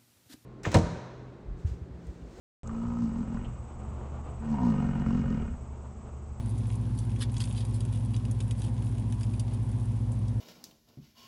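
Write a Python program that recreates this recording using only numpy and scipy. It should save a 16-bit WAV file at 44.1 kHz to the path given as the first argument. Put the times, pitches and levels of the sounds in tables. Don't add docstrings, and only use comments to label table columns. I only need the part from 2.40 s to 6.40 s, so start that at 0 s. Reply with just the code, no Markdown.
import sys
import numpy as np
from scipy import signal
from scipy.fft import rfft, irfft
from scipy.io import wavfile
from scipy.ndimage import uniform_filter1d

SR = 44100
rng = np.random.default_rng(int(sys.argv[2]) if len(sys.argv) > 2 else 0)


def transcribe(signal):
    frames = np.atleast_2d(signal).T
    limited = np.clip(frames, -1, 1)
    pcm = np.round(limited * 32767).astype(np.int16)
    wavfile.write(sys.argv[1], SR, pcm)


N = 176400
TIME = np.arange(N) / SR


def from_db(db):
    return 10 ** (np.asarray(db) / 20)


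def unit_power(x):
    return x / np.sqrt(np.mean(x ** 2) + 1e-20)


def in_time(rows):
    times, *columns = np.transpose(rows)
    return [np.interp(TIME, times, column) for column in columns]


def cut(x, hz, kind="low", order=2):
    return signal.sosfilt(signal.butter(order, hz, kind, fs=SR, output="sos"), x + 1e-18)


def resonate(x, hz, width_hz):
    r = np.exp(-np.pi * width_hz / SR)
    feedback = [1, -2 * r * np.cos(2 * np.pi * hz / SR), r * r]
    return signal.lfilter(np.array([1, 0, -1]) * (1 - r * r) / 2, feedback, x + 1e-18)


def cavity(x, tones):
    return sum((-1) ** k * from_db(db) * resonate(x, hz, width)
               for k, (hz, width, db) in enumerate(tones))


def even(x, size=2600):
    power = uniform_filter1d(uniform_filter1d(x ** 2, size), size // 2)
    return x / np.sqrt(np.abs(power) + 1e-4 * np.mean(x ** 2))


def noise(colour):
    hz, db = np.transpose(colour)
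    freqs = np.maximum(np.arange(N // 2 + 1) * SR / N, 1)
    edges = np.minimum(freqs / hz[0], 1) ** 2 * np.minimum(hz[-1] / freqs, 1) ** 4
    shape = from_db(np.interp(np.log(freqs), np.log(hz), db))
    return unit_power(irfft(rfft(rng.standard_normal(N)) * edges * shape, N))


def drift(rate_hz):
    freqs = np.arange(N // 2 + 1) * SR / N
    return unit_power(irfft(rfft(rng.standard_normal(N)) / (1 + (freqs / rate_hz) ** 2), N))


def burst(start_s, decay_s):
    return rng.standard_normal(N) * (TIME >= start_s) * np.exp(-np.abs(TIME - start_s) / decay_s)


def camera():
    # pitch_hz, level_db
    hiss_colour = [(1000, 8.5), (4000, -8.5), (5500, -2.5), (7300, 5.5), (8200, 0), (9000, -30)]
    whine_hz, beat_hz = 8000, 19.7
    whine = 2 * from_db(-74 + 2 * drift(1.1)) * np.sin(2 * np.pi * whine_hz * TIME)
    return from_db(-67.5) * noise(hiss_colour) + whine * np.sin(np.pi * beat_hz * TIME)


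def yard():
    # pitch_hz, level_db
    colour = [(150, 0.5), (310, -6.5), (900, -9), (1220, -12.5), (1680, -26.5), (2700, -28.5), (4000, -39)]
    # time_s, level_db
    swell = [(1.15, -50), (1.5, -47.5), (2, -46.5), (4, -53.5)]
    return from_db(in_time(swell)[0] + 1.4 * drift(18)) * noise(colour)


def wind():
    # pitch_hz, level_db
    colour = [(20, -10.5), (42, -4.5), (85, -12), (130, -12.5)]
    # time_s, level_db
    gusts = [(.8, -42.5), (1.07, -37), (1.17, -51), (2.2, -41), (3.07, -34.5), (3.22, -49)]
    return from_db(in_time(gusts)[0]) * even(noise(colour), size=6000)


def engine(running, tones):
    hz, db = in_time(running)
    phase = 2 * np.pi * np.cumsum(hz * (1 + 0.01233 * drift(6.2))) / SR
    hum = np.zeros(N)
    for multiple, gain_db in tones:
        loudness = from_db(db + gain_db + 3.5 * drift(21))
        hum += loudness * np.sin(multiple * phase + 2 * np.pi * rng.random())
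    return np.sqrt(2) * hum


def engines():
    # time_s, firing_hz, level_db
    faster = [(1, 77.3, -44), (1.5, 72.4, -36.5), (4, 72, -39.5)]
    slower = [(.25, 58.85, -43), (3.3, 61.04, -46), (4, 61, -48)]
    # multiple, gain_db
    faster_tones = [(1, -3.5), (3, -18.5), (6, -26)]
    slower_tones = [(1, -8), (2, -2.5), (4, -17), (6, -18)]
    return engine(faster, faster_tones) + engine(slower, slower_tones)


def ticks():
    # start_s, peak_db, pitch_hz, width_hz, decay_s
    events = [(0.274, -39.5, 6950, 790, 0.0016), (1.045, -46.5, 2860, 450, 0.019),
              (1.45, -36.5, 950, 600, 0.0027), (1.611, -43, 930, 710, 0.003)]
    out = np.zeros(N)
    for start_s, db, hz, width_hz, decay_s in events:
        ring = cut(resonate(burst(start_s, decay_s), hz, width_hz), 1.26 * hz, order=4)
        out += from_db(db) * ring / np.abs(ring).max()
    return out


def throat_catches():
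    # start_s, relative_db, pitch_hz
    events = [(.294, -37.5, 1180), (.972, -38, 1250), (2.141, -34.5, 933), (2.184, -32, 880),
              (2.232, -34, 850), (2.663, -36, 1210), (2.706, -35, 1000)]
    out = np.zeros(N)
    for start_s, db, hz in events:
        slap = signal.unit_impulse(N, int(start_s * SR)) + .06 * burst(start_s, decay_s=.006)
        ring = cut(resonate(slap, hz, width_hz=150), 1.57 * hz, order=4)
        out += from_db(db + 2) * ring / np.abs(ring).max()
    return out


def flaps(pitch):
    steady_hz, jitter, shimmer_db = 55.5, .15, 5
    hz, = in_time(pitch)
    roughness = np.minimum(.06 + .028 * np.maximum(steady_hz - hz, 0), .6)
    cycles = np.cumsum(hz) / SR
    cycles -= np.interp(pitch[0][0], TIME, cycles)
    at = np.flatnonzero(np.diff(np.floor(cycles)))
    timing, strength = rng.standard_normal((1000, 2))[:len(at)].T
    late = jitter * roughness[at] * timing * SR / hz[at]
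    clicks = np.zeros(N)
    clicks[np.clip(at + late.astype(int), 0, N - 1)] = from_db(shimmer_db * roughness[at] * strength)
    return clicks


def grunt(pitch, mouth, levels, shut_s):
    # pitch_hz, width_hz, gain_db
    nose_tones = [(354, 58, -2.5), (438, 42, 0), (534, 16, 3.5)]
    muzzle_tones = [(1301, 40, 2.5), (1480, 150, 0.5), (1850, 41, 0), (2162, 120, -7), (2498, 58, -6),
                    (2858, 100, -5)]
    # pitch_hz, level_db
    spray_colour = [(2500, -4.5), (4000, 2.5), (6500, 5), (8500, -15.5)]
    flap_decay_s, shutting_s, fade_s = 0.0034, .08, .03
    boom_db, chest_db, slap_db, air_db, nose_db = (in_time(rows)[0] for rows in levels)
    clicks = flaps(pitch)
    opening = signal.lfilter([1], [1, -np.exp(-1 / (flap_decay_s * SR))], clicks + 1e-18)

    boom = from_db(boom_db) * even(cut(resonate(clicks, hz=229, width_hz=29), 258, order=8))
    chest = from_db(chest_db - .5) * even(cut(resonate(clicks, hz=142.6, width_hz=20), 349, order=4))
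    throb = from_db(chest_db - 15) * even(cut(cut(clicks, 61), 30.4, "high"))

    shut = np.clip((TIME - shut_s) / shutting_s + .5, 0, 1)
    mouth_tones = [(hz, width, open_db + shut * (shut_db - open_db))
                   for hz, width, open_db, shut_db in mouth]
    slaps = clicks + .12 * opening * rng.standard_normal(N)
    slap = from_db(slap_db - .5) * even(cut(cavity(slaps, mouth_tones), 1510, order=4))
    nose = from_db(nose_db) * even(cut(cavity(slaps, nose_tones), 597, order=6))

    airflow = .48 + opening
    rush = cavity(airflow * rng.standard_normal(N), muzzle_tones)
    air = from_db(air_db - .5) * even(cut(rush, 3670, order=4))
    spray = from_db(boom_db - 38) * even(airflow * noise(spray_colour))

    start_s, end_s = levels[0][0][0], levels[0][-1][0]
    fade = np.clip(np.minimum(TIME - start_s, end_s - TIME) / fade_s + 1, 0, 1)
    return fade * (boom + chest + throb + slap + nose + air + spray)


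def first_grunt():
    # time_s, rate_hz
    pitch = [(.293, 55.94), (.46, 58.9), (.61, 58.57), (.68, 55.02), (.71, 43.64), (1.12, 43.02)]
    # pitch_hz, width_hz, open_db, half_shut_db
    mouth = [(770, 110, -6, -3.5), (972, 56, 5.5, 4), (1275, 44, 6, 1.5)]
    # time_s, relative_db
    boom = [(0.261, -42.5), (.34, -34.5), (0.571, -32), (0.643, -26), (0.707, -35), (0.823, -31),
            (0.859, -43), (0.929, -32.5), (1.181, -55.5)]
    chest = [(.24, -59), (0.829, -44.5), (1.201, -51)]
    slap = [(.26, -56), (.55, -48), (.7, -57), (1, -57.5), (1.2, -75)]
    air = [(0.239, -64), (0.899, -62.5), (0.999, -58.5), (1.15, -69)]
    nose = [(.28, -53.5), (.9, -57), (1, -54), (1.1, -68)]
    return grunt(pitch, mouth, (boom, chest, slap, air, nose), shut_s=0.93)


def second_grunt():
    # time_s, rate_hz
    pitch = [(2.113, 75.19), (2.19, 63.92), (2.25, 59.67), (2.35, 50.28), (2.41, 46.05), (2.9, 45.8),
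             (3.07, 33.83)]
    # pitch_hz, width_hz, open_db, half_shut_db
    mouth = [(721.5, 20, 2.5, 2), (833, 51, -8, -6), (960, 44, 3, -2), (1249, 21, -10, 0.5)]
    # time_s, relative_db
    boom = [(2.019, -42.5), (2.118, -26.5), (2.19, -34.5), (2.24, -24), (2.304, -23.5), (2.339, -30.5),
            (2.485, -29.5), (2.532, -36.5), (2.601, -29.5), (2.646, -38.5), (2.672, -27.5), (2.807, -27.5),
            (2.845, -37.5), (2.905, -28.5), (3.14, -43.5)]
    chest = [(2, -46), (2.2, -38), (2.29, -33), (2.59, -32.5), (2.635, -36.5), (2.69, -35.5), (2.92, -36.5),
             (3.2, -58)]
    slap = [(2.11, -53), (2.15, -44.5), (2.24, -39), (2.33, -45.5), (2.42, -44), (2.5, -51.5),
            (2.69, -51.5), (3, -53.5), (3.2, -82)]
    air = [(2, -61), (2.41, -52), (2.68, -53), (3, -54.5), (3.2, -63.5)]
    nose = [(2.12, -55.5), (2.3, -45.5), (2.62, -54.5), (2.69, -47.5), (3.03, -48.5), (3.15, -64)]
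    return grunt(pitch, mouth, (boom, chest, slap, air, nose), shut_s=2.31)


def scene():
    bison = first_grunt() + second_grunt() + throat_catches()
    return (bison + ticks() + engines() + yard() + wind() + camera())[None]


def record(dry):
    start_s, cutoff_hz = .233, 8750
    treble_cut = signal.ellip(10, .1, 80, cutoff_hz, fs=SR, output="sos")
    return signal.sosfilt(treble_cut, dry * (TIME >= start_s))


dry = scene()
out = record(dry)
transcribe(out)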